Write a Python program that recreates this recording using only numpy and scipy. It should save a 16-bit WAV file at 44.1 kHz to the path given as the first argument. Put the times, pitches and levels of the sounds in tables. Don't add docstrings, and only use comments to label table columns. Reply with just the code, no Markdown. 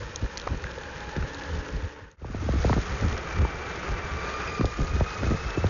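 import sys
import numpy as np
from scipy import signal
from scipy.io import wavfile
from scipy.ndimage import uniform_filter1d, minimum_filter1d

SR = 44100
rng = np.random.default_rng(int(sys.argv[2]) if len(sys.argv) > 2 else 0)


def level_to_linear(level):
    exponent = np.asarray(level, float) / 20
    return 10 ** exponent


def unload_audio(sound):
    columns = np.transpose(np.atleast_2d(sound))
    steps = np.round(np.clip(columns, -1, 1) * 32767)
    wavfile.write(sys.argv[1], SR, steps.astype(np.int16))


N = 250929
JOIN_S = 2.164


def rms_one(x):
    return x / np.sqrt(np.mean(x ** 2) + 1e-20)


def in_time(rows):
    s, *columns = np.transpose(rows)
    return [np.interp(np.arange(N) / SR, s, c) for c in columns]


def drift(rate):
    r = np.exp(-20 * np.pi * rate / SR)
    slow = signal.lfilter([1], [1, -2 * r, r * r], rng.standard_normal(N // 10 + 4002))
    slow = rms_one(slow[4000:])
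    return np.interp(np.arange(N) / 10, np.arange(len(slow)), slow)


def band(x, low_hz, high_hz):
    return signal.sosfilt(signal.butter(2, [low_hz, high_hz], "band", fs=SR, output="sos"), x)


def at_hz(points, hz):
    points = np.array(points)
    return np.interp(np.log(hz), np.log(points[:, 0]), points[:, 1])


# time in seconds, roar level in dB,
# coarseness of the asphalt as hiss level in dB against the roar.
ROLLING_LEVELS = [(0.0, -44, -6.5), (0.35, -42.5, -9.5), (1.14, -42, -8.5), (1.55, -40, -8.5),
                  (2.15, -38.5, -11.5), (2.17, -38.5, -9.5), (2.63, -37, -6.5), (2.81, -37.5, -7.5),
                  (3.48, -37, -13), (4.09, -36.5, -11.5), (4.44, -35.5, -10), (4.65, -40.5, -8),
                  (5.33, -37, -8), (5.69, -38, -10)]
# frequency in Hz, density in dB per Hz.
ROAD_COLOUR_A = [(88, -33), (150, -3), (184, -11), (342, -6.5), (508, 0.5), (742, -18.5), (843, -5),
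                 (1250, -9), (1660, -4), (2080, -14), (2510, -13.5), (3790, -20.5), (6600, -24),
                 (8580, -51), (14500, -120)]
ROAD_COLOUR_B = [(88, -30), (150, -3), (179, -4), (219, -12.5), (440, 0.5), (644, -7.5), (856, -5),
                 (1020, -9.5), (1190, -2), (2180, -9), (2280, -10), (2850, -14), (6600, -16.5), (8580, -54),
                 (14500, -120)]


def rolling(grain_per_s, grain_db, judder_db, patchy_db):
    roar_db, coarse_db = in_time(ROLLING_LEVELS)
    hiss_db = roar_db + coarse_db
    later = np.arange(N) > JOIN_S * SR

    heights = level_to_linear(4.05 * np.minimum(rng.exponential(1, (2, N)), 5))
    stones = heights * rng.choice([-1, 1], (2, N))
    stones = stones * (rng.random((2, N)) < grain_per_s / SR)
    white = rng.standard_normal((2, N)) + level_to_linear(grain_db) * rms_one(stones)

    judder = judder_db * (drift(21) + 0.6 * drift(31))
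    edges = 140 * 2 ** np.arange(0, 5.8, .25)
    roar, hiss = np.zeros(N), np.zeros(N)
    for k, (low, high) in enumerate(zip(edges, edges[1:])):
        hz = min(np.sqrt(low * high), 6500)
        colour_db = np.where(later, at_hz(ROAD_COLOUR_B, hz), at_hz(ROAD_COLOUR_A, hz))
        level_db = colour_db + judder + patchy_db * drift(32)
        part = level_to_linear(level_db) * band(white[k % 2], low, high)
        hiss_share = np.clip(np.log2(hz / 2300) / .8, 0, 1)
        roar = roar + (1 - hiss_share) * part
        hiss = hiss + hiss_share * part

    def even(x):
        return np.where(later, x / x[later].std(), x / x[~later].std())

    return level_to_linear(roar_db + 1.5) * even(roar) + level_to_linear(hiss_db - 1.0 + 1.4 * drift(94)) * even(hiss)


def taps(events, width, noisy, snap):
    out = np.zeros(N)
    t = np.arange(round(.05 * SR)) / SR
    puffs = rng.standard_normal((len(events), len(t)))
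    for (s, peak_db, hz, t60), puff in zip(events, puffs):
        i = round(s * SR)
        edges = hz / width, min(hz * width, 9000)
        tone = np.sin(2 * np.pi * hz * t) + noisy * rms_one(band(puff, *edges))
        shape = np.minimum(t * hz / 2.8, 1) * level_to_linear(-60 * t / t60)
        click = band(1. * (t == 0), *edges)
        click = click / np.abs(click).max()
        tap = level_to_linear(peak_db + 0.5) * (shape * tone + snap * click)
        out[i:i + len(t)] += tap[:N - i]
    return out


# start in seconds, peak level in dB, pitch in Hz.
GRIT_SNAPS = [(0.1592, -17.5, 6400), (0.373, -21, 4860), (0.3773, -23.5, 4770), (0.4735, -33, 5240),
              (0.6386, -34, 4820), (1.3453, -29.5, 4640), (2.114, -27, 6400), (3.1776, -29.5, 5540),
              (4.6553, -26, 5200), (4.6598, -34.5, 5600), (4.871, -30.5, 4612), (5.5045, -32.5, 5444)]
# start in seconds, peak level in dB, pitch in Hz.
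GRIT_SCRATCHES = [(0.32, -42, 6300), (0.3318, -39, 6400), (0.398, -28, 3470), (0.4157, -30.5, 4000),
                  (0.574, -42, 4850), (0.7103, -34.5, 3590), (0.716, -33, 3650), (0.7846, -36, 3800),
                  (0.835, -33, 3700), (1.0054, -32.5, 3800), (1.1645, -32, 3800), (1.2243, -41, 4100),
                  (1.4357, -33, 4220), (1.6836, -36, 4500), (1.7255, -32, 5370), (2.6209, -32, 4870),
                  (3.01, -31.5, 5520), (3.0834, -28, 3590), (3.1264, -30, 3850), (4.6325, -40, 4606),
                  (5.6683, -33.5, 3912)]


def grit():
    snaps = [(*row, 0.0057) for row in GRIT_SNAPS]
    scratches = [(*row, 0.0056) for row in GRIT_SCRATCHES]
    snapping = taps(snaps, width=2.1, noisy=1.3, snap=1.2)
    return snapping + taps(scratches, width=1.6, noisy=1.3, snap=.9)


# start in seconds, peak level in dB, pitch in Hz.
DECK_KNOCKS = [(0.4696, -15, 515), (0.4738, -13, 1220), (0.6404, -16, 1520), (0.6678, -26, 1550),
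               (0.7775, -22, 520), (1.028, -37, 442), (1.156, -24, 1610), (1.1633, -24, 1930),
               (1.2251, -18.5, 1500), (2.6978, -17, 1000), (2.7285, -14.5, 1257), (2.7296, -15.5, 1990),
               (2.734, -21, 1302), (2.777, -19.5, 1330), (3.4491, -16.5, 902), (4.611, -12, 1205),
               (5.011, -18, 1000), (5.505, -21, 2590), (5.556, -23, 549), (5.643, -34, 1190)]


def deck():
    t60_s_at_1k, damping = 0.015, 0.95
    knocks = [(s, db, hz, t60_s_at_1k * (1000 / hz) ** damping) for s, db, hz in DECK_KNOCKS]
    return taps(knocks, width=1.44, noisy=0.53, snap=0.33)


def whine(rows, flutter_db, octave_db=-30):
    hz, level_db, waver = in_time(rows)
    t = np.arange(N) / SR
    ends = np.clip(np.minimum(t - rows[0][0], rows[-1][0] - t) / .06 + .01, 0, 1)
    wobble = waver / 100 * (1.637 * drift(252) + 0.19 * drift(22))
    turn = 2 * np.pi * np.cumsum(hz * (1 + wobble)) / SR
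    octave = level_to_linear(octave_db) * np.sqrt(np.abs(waver)) * np.sin(2 * turn)
    return ends * level_to_linear(level_db + 3.0 + flutter_db * drift(65)) * (np.sin(turn) + octave)


# time in seconds, shaft tone in Hz.
SHAFT_SPEED = [
    (0.598, 272),
    (1.099, 276.6),
    (1.499, 285),
    (1.801, 293.9),
    (2.16, 303.7),
]
# multiple of the shaft tone, start in seconds, level in dB, waver in %.
SHAFT_ORDERS = [
    (1.0, 1.25, -49.5, .6),
    (1.49, 1.42, -49, 1.1),
    (3.02, .78, -54.5, 0.56),
    (5.95, .6, -49, 4.1),
]


def shaft():
    s, hz = np.transpose(SHAFT_SPEED)
    out = np.zeros(N)
    for multiple, start, db, waver in SHAFT_ORDERS:
        times = [start, *s[s > start]]
        rows = [(at, multiple * np.interp(at, s, hz), db, waver) for at in times]
        out += whine(rows, flutter_db=3.5)
    return out


# time in seconds, motor tone in Hz, motor level in dB,
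# level of the belt an octave up in dB.
MOTOR_SPEED = [(2.2, 1236, -67, -62), (2.752, 1198, -65, -57), (3.101, 1194, -63, -52.5),
               (3.45, 1165, -57, -46.5), (3.9, 1174, -57.5, -52.5), (4.21, 1163, -44, -47),
               (4.298, 1206, -40.5, -46), (4.579, 1199, -40.5, -47), (4.75, 1209, -45, -55),
               (5.0, 1247, -44, -48.5), (5.299, 1269, -49, -49.5), (5.69, 1330, -53, -50)]


def motor_and_belt():
    s, hz, motor_db, belt_db = np.transpose(MOTOR_SPEED)
    calm, surge, surge_s, surge_width_s = .33, 3.0, 4.45, .15
    waver = calm + surge * np.exp(-((s - surge_s) / surge_width_s) ** 2)
    motor_waver = np.maximum(calm, .33 * waver)
    motor = whine(np.transpose([s, hz, motor_db, motor_waver]), flutter_db=2.5)
    third = whine(np.transpose([s, 3 * hz, motor_db - 22.5, waver]), flutter_db=0.0)
    belt = whine(np.transpose([s, 2 * hz, belt_db, waver]), flutter_db=4.0, octave_db=-11)
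    return motor + third + belt


# start in seconds, end in seconds, pitch in Hz, level in dB, waver in %.
STEADY_TONES = [
    (0, 1.2, 2430, -59, .35),
    (3.595, 4.55, 178, -50, .93),
]


def steady_tones():
    out = np.zeros(N)
    for start, end, hz, db, waver in STEADY_TONES:
        out += whine([(start, hz, db, waver), (end, hz, db, waver)], flutter_db=1.5)
    return out


# time of the peak in seconds, swing level in dB,
# half width in seconds, eddy pitch in Hz.
WIND_GUSTS = [(0.049, -39.5, 0.041, 70.02), (0.243, -22.5, 0.011, 91.86), (0.527, -30, 0.034, 79.93),
              (0.66, -32.5, 0.019, 76), (1.08, -36, 0.0079, 69.6), (1.22, -23.5, 0.018, 72.2),
              (1.551, -27, 0.037, 72.3), (1.759, -24, 0.023, 66.8), (1.85, -22.5, 0.019, 67.1),
              (2.038, -30, 0.023, 70.7), (2.25, -22, 0.0616, 77.92), (2.42, -21.5, 0.028, 76),
              (2.53, -23, 0.045, 84.5), (2.599, -25.5, 0.01, 88.7), (2.675, -18, .025, 81.7),
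              (2.78, -23.5, .025, 89.9), (2.932, -28.5, 0.017, 65.45), (3.05, -20, 0.023, 97.4),
              (3.128, -23.5, 0.024, 70.2), (3.417, -17, .028, 87.7), (3.92, -24, 0.018, 61.7),
              (4.139, -33.5, 0.019, 76), (4.646, -19, 0.018, 76.6), (4.821, -20, 0.017, 59.9),
              (4.947, -24, 0.025, 72.73), (5.013, -22, 0.014, 67.9), (5.255, -25.5, .03, 92.5),
              (5.33, -23, .025, 71.4), (5.47, -33, 0.02, 69.4), (5.656, -21, 0.017, 102.6)]


def gusts():
    t = np.arange(0, N + 64, 64) / SR
    s, peak_db, width_s, hz = np.transpose(WIND_GUSTS)[:, :, None]
    breeze_db, breeze_hz, sag_octaves = -44, 76, 0.1752
    x = (t - s) / width_s
    bells = level_to_linear(peak_db) * np.exp(-.5 * x ** 2)
    breeze = level_to_linear(breeze_db + 5 * (t > JOIN_S))
    swing = breeze + bells.sum(axis=0)
    sagging = hz * 2 ** (-sag_octaves * np.clip(x, -2, 2))
    pitch = (breeze * breeze_hz + (bells * sagging).sum(axis=0)) / swing
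    swing_db = 20 * np.log10(swing)
    lumps_db = -3.5 + (0.79 - 1) * (swing_db - breeze_db)
    return in_time(np.transpose([t, swing_db, pitch, lumps_db]))


def wind(wander, flutter_db):
    swing_db, hz, lumpy_db = gusts()
    turn = 2 * np.pi * np.cumsum(.85 * hz * np.exp(wander * drift(22.13))) / SR
    swing = np.sin(turn) * level_to_linear(flutter_db * drift(27.0))
    lumps = rms_one(band(rng.standard_normal(N), 26, 140))
    lumps = lumps + 0.18 * rms_one(band(rng.standard_normal(N), 250, 560))
    return level_to_linear(swing_db) * (swing + level_to_linear(lumpy_db + 2.7 * drift(30)) * lumps)


# start in seconds, peak level in dB, start pitch in octaves above the thud.
FAST_EDDIES = [(2.217, -21, 3.14), (2.245, -17.5, 3.7), (2.345, -16.5, 2.95), (2.489, -10, 3.12),
               (2.646, -5, 3.4), (2.695, -13, 3.6), (2.728, -20, 3.8), (2.777, -19.5, 3.1),
               (3.418, -18, 2.72), (3.448, -23.5, 3.18), (4.6084, -14.5, 2.8), (4.644, -16, 2.7),
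               (4.802, -25, 2.9), (5.008, -9, 2.8), (5.232, -24.5, 2.95), (5.6415, -11, 2.92)]
# start in seconds, peak level in dB.
SLOW_EDDIES = [(0.224, -28.5), (0.506, -33), (0.531, -30.5), (1.163, -25), (1.179, -23.5), (2.3, -22.5),
               (2.425, -25.5), (2.464, -25), (2.536, -20.5), (2.555, -22), (2.705, -15.5), (2.765, -18.5),
               (3.022, -24.5), (3.045, -22), (3.392, -29), (4.595, -19.5), (4.79, -23), (4.963, -24.5),
               (5.227, -26.5), (5.266, -23), (5.306, -20.5), (5.316, -19), (5.341, -25.5), (5.574, -18)]


def eddies(floor_hz, wander, grit_db):
    out = np.zeros(N)
    rough = np.exp(wander * drift(150))
    ragged = level_to_linear(grit_db) * rms_one(band(rng.standard_normal(N), 470, 730))
    # time of the pitch fall and length, both in seconds
    events = [(*row, 0.00525, 0.019) for row in FAST_EDDIES]
    events += [(*row, 2.19, 0.00692, 0.026) for row in SLOW_EDDIES]
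    for s, peak_db, octaves, fall_s, length_s in events:
        i = round(s * SR)
        t = np.arange(min(round(.12 * SR), N - i)) / SR
        here = slice(i, i + len(t))
        fast = 2 ** octaves * np.exp(-(t / fall_s) ** 1.21)
        hz = floor_hz * (1 + fast) * rough[here]
        shape = (1 - np.exp(-t / 0.00029)) * np.exp(-(t / length_s) ** 2)
        swing = np.sin(2 * np.pi * (rng.random() + np.cumsum(hz) / SR))
        out[here] += level_to_linear(peak_db) * shape * (swing + fast / 10 * ragged[here])
    return out


def held(x):
    limit, hold = .19, round(.003 * SR)
    room = minimum_filter1d(limit / np.maximum(np.abs(x), limit), size=2 * hold + 1)
    return x * uniform_filter1d(room, size=hold)


def scene():
    road = rolling(grain_per_s=700, grain_db=-5, judder_db=0.6, patchy_db=0.92)
    bumps = grit() + deck()
    drive = shaft() + motor_and_belt() + steady_tones()
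    air = held(wind(wander=.2, flutter_db=2.0) + eddies(floor_hz=67.4, wander=.2, grit_db=-8.0))
    t = np.arange(N) / SR - JOIN_S
    fade_out_s, fade_in_s = 0.65, 0.54
    fade = np.clip(np.where(t < 0, -t / fade_out_s, t / fade_in_s), .004, 1) ** 0.9
    return (fade * (road + bumps + drive + air))[None]


def band_limit(x):
    return signal.sosfilt(signal.butter(12, 8020, fs=SR, output="sos"), x)


def record(dry):
    soft = .3 * np.tanh(dry / .3)
    low_pass = signal.ellip(9, .5, 62, 6880, fs=SR, output="sos")
    mix = signal.sosfilt(low_pass, soft)
    return band_limit(mix)


dry = scene()
out = record(dry)
unload_audio(out)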